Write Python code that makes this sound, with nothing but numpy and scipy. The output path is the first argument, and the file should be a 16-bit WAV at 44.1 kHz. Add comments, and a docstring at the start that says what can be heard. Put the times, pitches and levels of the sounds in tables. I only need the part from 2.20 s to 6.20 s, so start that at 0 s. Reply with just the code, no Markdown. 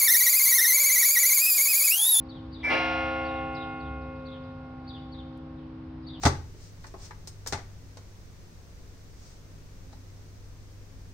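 """Across the street a church bell in a brick tower still hums from its last stroke, over light wind
and the low rumble of distant engines. A sparrow starts chirping between the house fronts.
Just before half a second the striking gear squeals; then the blow clangs in the belfry.
The bell's paired modes beat slowly as they die away, the high ones mostly first,
while the chirps go on and two faint ticks sound close by."""
import sys
import numpy as np
from scipy import signal
from scipy.fft import rfft, irfft
from scipy.io import wavfile

SR = 44100
rng = np.random.default_rng(int(sys.argv[2]) if len(sys.argv) > 2 else 0)


def transcribe(u):
    """Save the signal u as a 16-bit wav file named by the first command-line argument.

    u: samples, shape (n,) or (channels, n), limited to [-1, 1]; the rate is SR.
    q: integer samples, one column per channel.
    """
    v = np.clip(np.atleast_2d(u).T, -1, 1)
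    q = np.round(v * 32767).astype(np.int16)
    wavfile.write(sys.argv[1], SR, q)


N = 176400
T = np.arange(N) / SR


def from_db(db):
    """Amplitude ratio: tenfold for every 20 dB."""
    return 10 ** (np.asarray(db) / 20)


def at_hz(points, hz):
    """Interpolation of a spectrum on a log-frequency axis."""
    freqs, values = np.transpose(points)
    return np.interp(np.log(np.maximum(hz, 1)), np.log(freqs), values)


def fade(age, t60):
    """Exponential damping from age zero: 60 dB in t60 seconds."""
    return np.exp(-np.log(1000) * np.maximum(age, 0) / t60)


def panned(pan_db):
    """Interaural level difference as left and right gains."""
    return from_db(np.array([[.5], [-.5]]) * pan_db)


def drift(rate_hz):
    """Random modulation, mostly below rate_hz, with a spread of about one."""
    knots = rng.standard_normal(4096)
    return np.interp(T * rate_hz * 2, np.arange(len(knots)), knots)


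def tone(hz, envelope):
    """Interaural phase difference: a modulated sine leads at the right ear, more so up to 700 Hz."""
    apart_rad = 0.75 * min(hz / 700, 1) ** 2
    wave = envelope * np.exp(2j * np.pi * (hz * T + rng.random()))
    return (wave * np.exp(1j * apart_rad * np.array([[-.5], [.5]]))).real


# Likeness of the two ears: frequency_hz, coherence_ratio
COHERENCE = [(25, 1), (70, 1), (250, 0.98), (600, 0.2), (1500, 0.4), (4000, 0), (10000, 0.1)]

def noise(spectrum):
    """Partly coherent noise of a given density: alike at both ears in the bass, diffuse in the treble."""
    hz = np.arange(N // 2 + 1) * SR / N
    mid, side = rfft(rng.standard_normal((2, N))) * from_db(at_hz(spectrum, hz)) * np.sqrt(SR / 2)
    alike = np.clip(at_hz(COHERENCE, hz), 0, 1)
    return irfft(mid * np.sqrt((1 + alike) / 2) + side * np.sqrt((1 - alike) / 2) * [[1], [-1]], N)


def echoes(sound, t60):
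    """Reverberation: convolution with dense decaying reflections, different at each ear."""
    tail = rng.standard_normal((2, SR)) * fade(T[:SR], t60)
    tail /= np.sqrt(np.sum(tail ** 2, axis=1, keepdims=True))
    return signal.fftconvolve(sound, tail, axes=1)[:, :N]


# Rumble before its swell: frequency_hz, density_db_per_hz
RUMBLE_SPECTRUM = [(15, -102), (25, -86.5), (40, -77), (60, -70), (85, -68), (120, -71.5), (165, -76),
                   (210, -83), (400, -88.5), (900, -87), (1600, -96), (2500, -102), (4000, -106),
                   (5200, -111), (7200, -133), (10000, -131), (12500, -136)]
# Its swell: time_s, gain_db
RUMBLE_SWELL = [(0, 2.5), (2.5, 2.5), (3.3, 1.5), (3.7, 1.5), (4, 3)]

def wind_and_traffic():
    """Broadband noise of light wind and far traffic, strongest in the bass."""
    return noise(RUMBLE_SPECTRUM) * from_db(np.interp(T, *np.transpose(RUMBLE_SWELL)))


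# A distant engine's loudness: time_s, level_db
DRONE_LEVELS = [(0, -51), (.75, -43), (1.3, -43.5), (1.5, -52.5), (1.76, -35), (2.05, -52.5), (2.4, -57),
                (2.9, -47.5), (4, -51)]

def drone_and_hum(drone_hz=68, hum_hz=147.6, hum_db=-48):
    """Amplitude and phase modulation: an engine's drone swells and wavers under a nearly steady hum."""
    swell = from_db(np.interp(T, *np.transpose(DRONE_LEVELS)))
    drone = tone(drone_hz, swell * (1 + 0.18 * (drift(3.3) + 1j * drift(3.2))))
    return drone + tone(hum_hz, from_db(hum_db) * (1 + 0.097 * drift(1)))


EARLIER_STROKE_S, STROKE_S, BUILD_UP_S = -2.605, .491, 0.023
# Main modes, each with a detuned twin:
# pitch_hz, level_db, t60_s, twin_offset_hz, twin_amplitude_ratio, beat_dip_age_s, pan_left_db
BELL_DOUBLETS = [ (256.4, -39.3, 55, -1.2, .02, .3, 0), (321.1, -39, 25, .2, .89, 1.78, 2),
                 (432.7, -44, 8.9, -.5, .24, .08, 2), (531.5, -33, 6.8, .91, .5, -.03, 3),
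                 (693, -36, 3.3, -3.1, .06, .03, 7), (718.5, -35, 2.5, 2.66, .75, .04, 0),
                 (740.9, -43, 4.9, -1.6, .12, .34, 3), (792.3, -33.5, 6, -.63, .75, .01, -1),
                 (896.7, -38.5, 2.8, 1.0, .2, .6, 2), (1088.3, -33, 6, .5, .15, -.2, -2),
                 (1259.4, -39, 1.9, -2.6, .22, .16, 1), (1414.5, -30.3, 4.4, 1.2, .17, -.07, -3),
                 (1762, -44, 3.2, -12.5, .55, .02, 1), (2126.3, -32.5, 3.3, 5.5, .33, .05, 3),
                 (2304.8, -40, 1.9, -17.5, .6, .02, 2), (2497.4, -36.5, 3.2, .7, .25, .6, -3),
                 (2793.4, -34.5, 2.5, 1.1, .1, .4, 6)]
# Weaker single modes: pitch_hz, level_db, t60_s, pan_left_db
BELL_SINGLETS = [ (1210, -48, 2, 0), (1371.1, -47, 4.5, -1), (1615, -44, 2, 0), (1723, -42, 2.6, 0),
                 (1750, -47, 2.8, 0), (1975, -40.5, 2.5, 4), (2155, -45, 1.5, 0), (2607.5, -42.5, 3.9, 1),
                 (2666.1, -46, 2.3, -7), (2690, -47, 1.5, 0), (2742.8, -42, 2.5, -6), (2885.6, -43, 2, 0),
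                 (3110, -49, 2, -1), (3149.2, -47, 2.6, -12), (3387.3, -47, 2, -1), (3502.3, -50, 3, 2),
                 (3559.2, -53, 2.7, -4), (3735, -55, 1.8, 0), (3972, -57, 3, -6), (4015, -51, 1.8, 0),
                 (4106.8, -49, 1.6, -6), (4511.9, -56, 2.1, -2), (4574.5, -54, 1.9, 3), (4750, -57, 1.6, 0),
                 (5002.8, -54, 1.7, 8), (5350, -61, 1.5, 0), (5683, -60, 1.5, 0)]

def bell(waver_depth=0.052, waver_hz=7):
    """Beating: twin modes interfere and waver in moving air; the new stroke replaces the old ring."""
    struck = np.clip((T - STROKE_S) / BUILD_UP_S, 0, 1)
    age, old_age = T - STROKE_S - BUILD_UP_S / 2, T - EARLIER_STROKE_S
    out = np.zeros((2, N))
    for hz, db, t60, offset_hz, twin, dip_s, pan in BELL_DOUBLETS:
        new, old = (fade(since, t60) * (1 - twin * np.exp(2j * np.pi * offset_hz * (since - dip_s)))
                    for since in (age, old_age))
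        ring = struck * new + (1 - struck) * old
        waver = 1 + waver_depth * min(hz / 700, 2) * drift(waver_hz)  # deeper with pitch
        out += from_db(db) * panned(pan) * tone(hz, ring * waver)
    for hz, db, t60, pan in BELL_SINGLETS:
        waver = 1 + 2 * waver_depth * drift(waver_hz)
        out += from_db(db) * panned(pan) * tone(hz, struck * fade(age, t60) * waver)
    return out


# Course of one chirp: length_fraction, pitch_ratio, amplitude_ratio
CHIRP_CONTOUR = [(0, .84, 0), (.07, .96, .8), (.14, .98, 1), (.22, .8, .8), (.35, .76, .9), (.46, .74, .15),
                 (.62, .76, .75), (.78, .7, .7), (.9, .62, .5), (1, .6, 0)]

def chirps(rows, rasp_hz=205):
    """Frequency modulation: each two-part whistle falls in pitch, and fast jitter makes it rasp."""
    fraction, pitch, amplitude = np.transpose(CHIRP_CONTOUR)
    out, rasp = np.zeros((2, N)), rasp_hz * drift(400)
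    for start, db, top_hz, length, fall, second_db, pan in rows:
        on = (T >= start) & (T < start + length)
        along = (T[on] - start) / length
        hz = top_hz * np.interp(along, fraction, pitch) ** fall + rasp[on]
        second_part = np.clip((along - .4) * 10, 0, 1)
        gain = from_db(db + second_db * second_part) * np.interp(along, fraction, amplitude)
        out[:, on] += panned(pan) * gain * np.sin(2 * np.pi * np.cumsum(hz) / SR)
    return out


# The near sparrow's calls:
# start_s, level_db, top_pitch_hz, length_s, fall_exponent, second_part_gain_db, pan_left_db
NEAR_CHIRPS = [(0.085, -53.5, 4550, 0.11, 0.78, -1.5, 1), (0.321, -52.5, 4790, 0.13, 1, 1, 1.5),
               (1.04, -58, 4786, 0.19, 0.98, -0.5, 2), (1.343, -52, 4860, .11, 1, 3, 1.5),
               (1.597, -62, 4790, 0.1, 0.98, 3, 1), (2.05, -56.5, 4460, 0.12, .75, 5.5, 2),
               (2.67, -50.5, 4750, .118, 1, 1.5, 1), (2.916, -55, 4674, .11, .85, 3, 1.5),
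               (3.862, -50, 4730, 0.12, 0.96, 0.5, 2)]

def sparrows(far_per_s=3.3, far_db=-66, far_top_hz=4630, far_length_s=0.078):
    """Reflection: a wall and the street echo one near sparrow; far ones are heard by echo alone."""
    near = chirps(NEAR_CHIRPS)
    far = chirps([
        ((k + when) / far_per_s, far_db + 3 * size, far_top_hz * (1 + .12 * pitch),
         far_length_s, 1, 0, 4 * pan)
        for k, (when, size, pitch, pan) in enumerate(rng.uniform(-1, 1, size=(30, 4)))])
    wall = from_db(1) * echoes(near + far, t60=0.085)
    street = from_db(-1) * echoes(near + far, t60=0.8)
    return near + wall + street


# Partials of the gear's squeal: pitch_hz, level_db
SQUEAL_PARTIALS = [(960, -46.5), (1712, -40.5), (2028, -37.5), (2160, -36), (2331, -31), (2686, -53.5),
                   (5432, -59)]
# Its rubbing noise: frequency_hz, density_db_per_hz
RUB_SPECTRUM = [(200, -100), (500, -69), (1000, -75.5), (1700, -70), (2400, -81.5), (3100, -85.5),
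                (4300, -91.5), (5400, -82), (7500, -108), (10000, -101), (12500, -107)]

def striking_gear(start_s=0.4283, attack_s=0.023, release_s=0.51, roughness=0.8):
    """Friction: metal rubs and squeals, starting just before the blow lands."""
    envelope = np.clip((T - start_s) / attack_s, 0, 1) * fade(T - release_s, t60=0.66)
    squeal = sum(from_db(db) * tone(hz, 1 + roughness * (drift(40) + 1j * drift(31)))
                 for hz, db in SQUEAL_PARTIALS)
    return envelope * (squeal + noise(RUB_SPECTRUM))


# The blow in the belfry: frequency_hz, density_db_per_hz
CLANG_SPECTRUM = [(150, -90), (250, -57.5), (350, -61.5), (550, -54.5), (800, -53), (1200, -71.5),
                  (1700, -65), (2700, -62.5), (3400, -73.5), (5000, -84), (6500, -100), (8000, -106),
                  (10000, -101), (12500, -108)]
# Its quieter, longer echo in the street: frequency_hz, density_db_per_hz
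CLANG_ECHO_SPECTRUM = [(150, -100), (280, -68), (600, -75), (1100, -78.5), (1700, -77), (2700, -80.5),
                       (3500, -87.5), (5000, -87.5), (7000, -108), (10000, -114), (12500, -124)]

def clang(peak_s=0.539, rise_s=0.034):
    """Impact: a broadband crash swells and dies in the belfry, reverberating longer in the street."""
    age = T - peak_s
    rise = np.exp(np.minimum(age, 0) / rise_s)
    belfry = noise(CLANG_SPECTRUM) * fade(age, t60=0.33)
    street = noise(CLANG_ECHO_SPECTRUM) * fade(age, t60=0.54)
    return rise * (belfry + street)


# The bell's crowd of faint modes: pitch_hz, median_level_db
OVERTONE_LEVELS = [(500, -63.5), (1000, -55), (2000, -61.5), (3000, -64.5), (4000, -63), (5500, -66),
                   (6800, -87), (8000, -103.5), (10000, -87), (12000, -95)]

def bell_overtones(count=170, t60_at_3khz_s=1.8, damping_exponent=0.21):
    """Frequency-dependent damping: the stroke excites many faint modes, and higher ones die sooner."""
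    age = T[T > STROKE_S] - STROKE_S
    low, high = np.sqrt(OVERTONE_LEVELS[0][0]), np.sqrt(OVERTONE_LEVELS[-1][0])
    out = np.zeros((2, N))
    for k, (place, size, pan, phase, apart) in enumerate(rng.uniform(-1, 1, (count, 5))):
        hz = (low + (high - low) * (k + place / 2 + .5) / count) ** 2
        t60 = t60_at_3khz_s * (3000 / hz) ** damping_exponent
        envelope = from_db(at_hz(OVERTONE_LEVELS, hz) + 15 * size) * fade(age, t60)
        angle = 2 * np.pi * ((hz * age + phase) % 1) + apart * np.array([[1], [-1]])
        out[:, -len(age):] += panned(5 * pan) * envelope * np.sin(angle.astype(np.float32))
    return out * np.clip((T - STROKE_S) / BUILD_UP_S, 0, 1)


# Faint ticks close by: start_s, level_db
TICK_EVENTS = [(1.333, -67), (3.174, -65.5)]

def ticks():
    """Transients: quickly damped bursts of white noise sound as tiny bright ticks."""
    envelope = sum(from_db(db) * (T > start) * fade(T - start, t60=0.028) for start, db in TICK_EVENTS)
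    return envelope * rng.standard_normal(N)


def scene():
    """Superposition: street, birds and tower add at each ear."""
    street = wind_and_traffic() + drone_and_hum()
    return street + bell() + sparrows() + striking_gear() + clang() + bell_overtones() + ticks()


def record(dry):
    """Low-pass filtering: the treble is cut steeply above 12.4 kHz."""
    return signal.sosfilt(signal.ellip(10, .1, 80, 12400, fs=SR, output="sos"), dry)


dry = scene()
out = record(dry)
transcribe(out)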